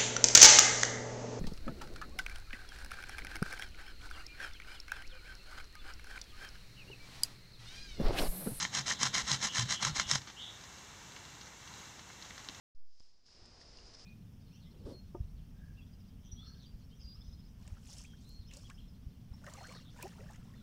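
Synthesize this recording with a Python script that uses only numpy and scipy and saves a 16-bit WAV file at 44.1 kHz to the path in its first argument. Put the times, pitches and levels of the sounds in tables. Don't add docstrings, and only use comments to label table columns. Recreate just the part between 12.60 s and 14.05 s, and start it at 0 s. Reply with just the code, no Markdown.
import sys
import numpy as np
from scipy import signal
from scipy.fft import rfft, irfft
from scipy.io import wavfile

SR = 44100
rng = np.random.default_rng(int(sys.argv[2]) if len(sys.argv) > 2 else 0)


def dump_mix(stems):
    frames = np.atleast_2d(stems).T
    limited = np.clip(frames, -1, 1)
    pcm = np.round(limited * 32767).astype(np.int16)
    wavfile.write(sys.argv[1], SR, pcm)


N = 63945
TIME = np.arange(N) / SR

# start in seconds, length in seconds, level in dB.
PAW_PRESSES = [(0.657, 0.14, -70.5), (1.002, .03, -60), (1.167, 0.046, -65.5), (1.254, 0.032, -64),
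               (1.335, 0.022, -58.5), (1.386, 0.059, -59.5)]
# frequency in Hz, relative level in dB.
LEAF_TONE = [(200, -27), (1500, -8), (2900, 0.5), (4200, 8.5), (6200, 7.5), (8000, -6.5), (10000, -11.5),
             (11000, -23)]
# start in seconds, level in dB before filtering, pitch in Hz, seconds to fade 60 dB.
DRY_TICKS = [(0.3989, -50, 6400, 0.0022), (.4050, -57, 4920, 0.0065), (.6643, -52, 5400, 0.0027),
             (.686, -61, 1590, 0.013), (0.855, -51.5, 5100, .003), (.8593, -44.5, 7000, 0.0014),
             (1.0143, -51, 1860, 0.012), (1.1725, -47, 5100, 0.0032), (1.187, -52.5, 2830, 0.021),
             (1.3463, -48, 1470, 0.0022), (1.3499, -49.5, 5600, 0.0094)]
# start in seconds, starting level in dB.
LOW_THUDS = [(0.819, -52), (1, -70), (1.239, -50.5)]
# time in seconds, level in dB.
FOREST_HISS_LEVEL = [(.15, -85), (.23, -87.5), (.32, -79.5), (.39, -77.5), (.43, -72), (.53, -79),
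                     (.64, -81), (.675, -68.5), (.76, -66.5), (.93, -66.5), (1.12, -64), (1.45, -66)]
LOW_RUMBLE_LEVEL = [(.15, -83), (.35, -84.5), (.45, -77), (.63, -75.5), (.72, -65.5), (.83, -60),
                    (1.2, -59), (1.45, -59)]
MIC_HISS_LEVEL = [(.15, -85.5), (.23, -87.5), (.32, -77.5), (.42, -71.5), (.63, -80), (.70, -70.5),
                  (1.45, -63)]
# frequency in Hz, relative level in dB.
FOREST_HISS_TONE = [(100, -1.5), (1000, -8), (2300, -5), (3600, 2), (5000, 4.5), (6200, -2), (7200, -6.5),
                    (8000, -13), (8800, -13.5), (10000, -23), (11000, -31)]
LOW_RUMBLE_TONE = [(12, -0.5), (40, -1), (85, -9), (160, -14.5), (380, -17), (750, -21), (1400, -26),
                   (3000, -31), (8000, -61.5)]
MIC_HISS_TONE = [(1500, -12), (3800, -8), (5000, 1), (7000, -5.5), (8000, -15.5), (9200, -17), (10500, -31)]

CRACKS_PER_S, CRACK_SPREAD_DB, CRUNCH_ATTACK_S = 3300, 3, 0.0029
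THUD_HZ, THUD_RING_S = 46.2, 0.13
WAKE_S, THUMP_GAIN_DB, THUMP_RISE_S, THUMP_FALL_S = 0.149, -27, 0.08, 0.087
CLICK_S, CLICK_DB, CLICK_FALL_S = 0.4046, -53, 0.16
PORT_HZ, PORT_WIDTH_HZ, PORT_LIFT_DB = 5020, 570, 10
SOFTEN_HZ, CUTOFF_HZ, CIRCUIT_DB = 8100, 12100, -101


def leaf_crunches():
    sizes = from_db(CRACK_SPREAD_DB * np.minimum(rng.exponential(1, N), 4))
    signs = rng.choice([-1, 1], N)
    cracking = rng.random(N) < CRACKS_PER_S / SR
    cracks = shape_tone(sizes * signs * cracking, LEAF_TONE)
    pressure = np.zeros(N)
    for start, length, db in PAW_PRESSES:
        age = since(start)
        rise = np.minimum(age / CRUNCH_ATTACK_S, 1)
        pressure += from_db(db) * rise * np.exp(-(age / length) ** 4)
    return pressure * rms_one(mic_port(cracks))


def dry_ticks():
    rings = sum(fading_ring(start, db, hz, ring_s) for start, db, hz, ring_s in DRY_TICKS)
    return mic_port(soften(rings))


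def thuds():
    return sum(fading_ring(start, db, THUD_HZ, THUD_RING_S) for start, db in LOW_THUDS)


def switch_on():
    age = since(WAKE_S)
    swell = 1 - np.exp(-age / THUMP_RISE_S)
    thump = from_db(THUMP_GAIN_DB) * swell * np.exp(-age / THUMP_FALL_S)
    click = from_db(CLICK_DB) * (TIME > CLICK_S) * np.exp(-since(CLICK_S) / CLICK_FALL_S)
    return soften(thump + click)


def background():
    forest = level(FOREST_HISS_LEVEL) * rms_one(mic_port(noise(FOREST_HISS_TONE)))
    rumble = level(LOW_RUMBLE_LEVEL) * noise(LOW_RUMBLE_TONE)
    microphone = level(MIC_HISS_LEVEL) * rms_one(mic_port(noise(MIC_HISS_TONE)))
    return (forest + rumble + microphone) * (TIME > WAKE_S)


def mic_port(x):
    decay = np.exp(-np.pi * PORT_WIDTH_HZ / SR)
    feed = np.array([1, 0, -1]) * (1 - decay ** 2) / 2
    feedback = [1, -2 * decay * np.cos(2 * np.pi * PORT_HZ / SR), decay ** 2]
    ring = signal.lfilter(feed, feedback, x)
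    return x + (from_db(PORT_LIFT_DB) - 1) * ring


def fading_ring(start, db, hz, ring_s):
    age = since(start)
    return from_db(db - 60 * np.minimum(age / ring_s, 2)) * np.sin(2 * np.pi * hz * age)


def soften(x):
    return signal.sosfilt(signal.butter(2, SOFTEN_HZ, fs=SR, output="sos"), x)


def noise(tone):
    return shape_tone(rng.standard_normal(N), tone)


def shape_tone(x, tone):
    hz, db = np.transpose(tone)
    frequencies = np.maximum(np.arange(N // 2 + 1) * SR / N, 1)
    gains = from_db(np.interp(np.log(frequencies), np.log(hz), db))
    return rms_one(irfft(rfft(x) * gains, N))


def level(rows):
    return from_db(np.interp(TIME, *np.transpose(rows)))


def since(start):
    return np.maximum(TIME - start, 0)


def rms_one(x):
    return x / np.sqrt(np.mean(x ** 2) + 1e-20)


def from_db(db):
    return 10 ** (np.asarray(db) / 20)


def scene():
    return (background() + leaf_crunches() + dry_ticks() + thuds() + switch_on())[None]


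def record(dry):
    treble_cut = signal.cheby2(12, 60, CUTOFF_HZ, fs=SR, output="sos")
    circuit_hiss = from_db(CIRCUIT_DB) * rng.standard_normal(N) * (TIME > WAKE_S)
    return signal.sosfilt(treble_cut, dry) + circuit_hiss


dry = scene()
out = record(dry)
dump_mix(out)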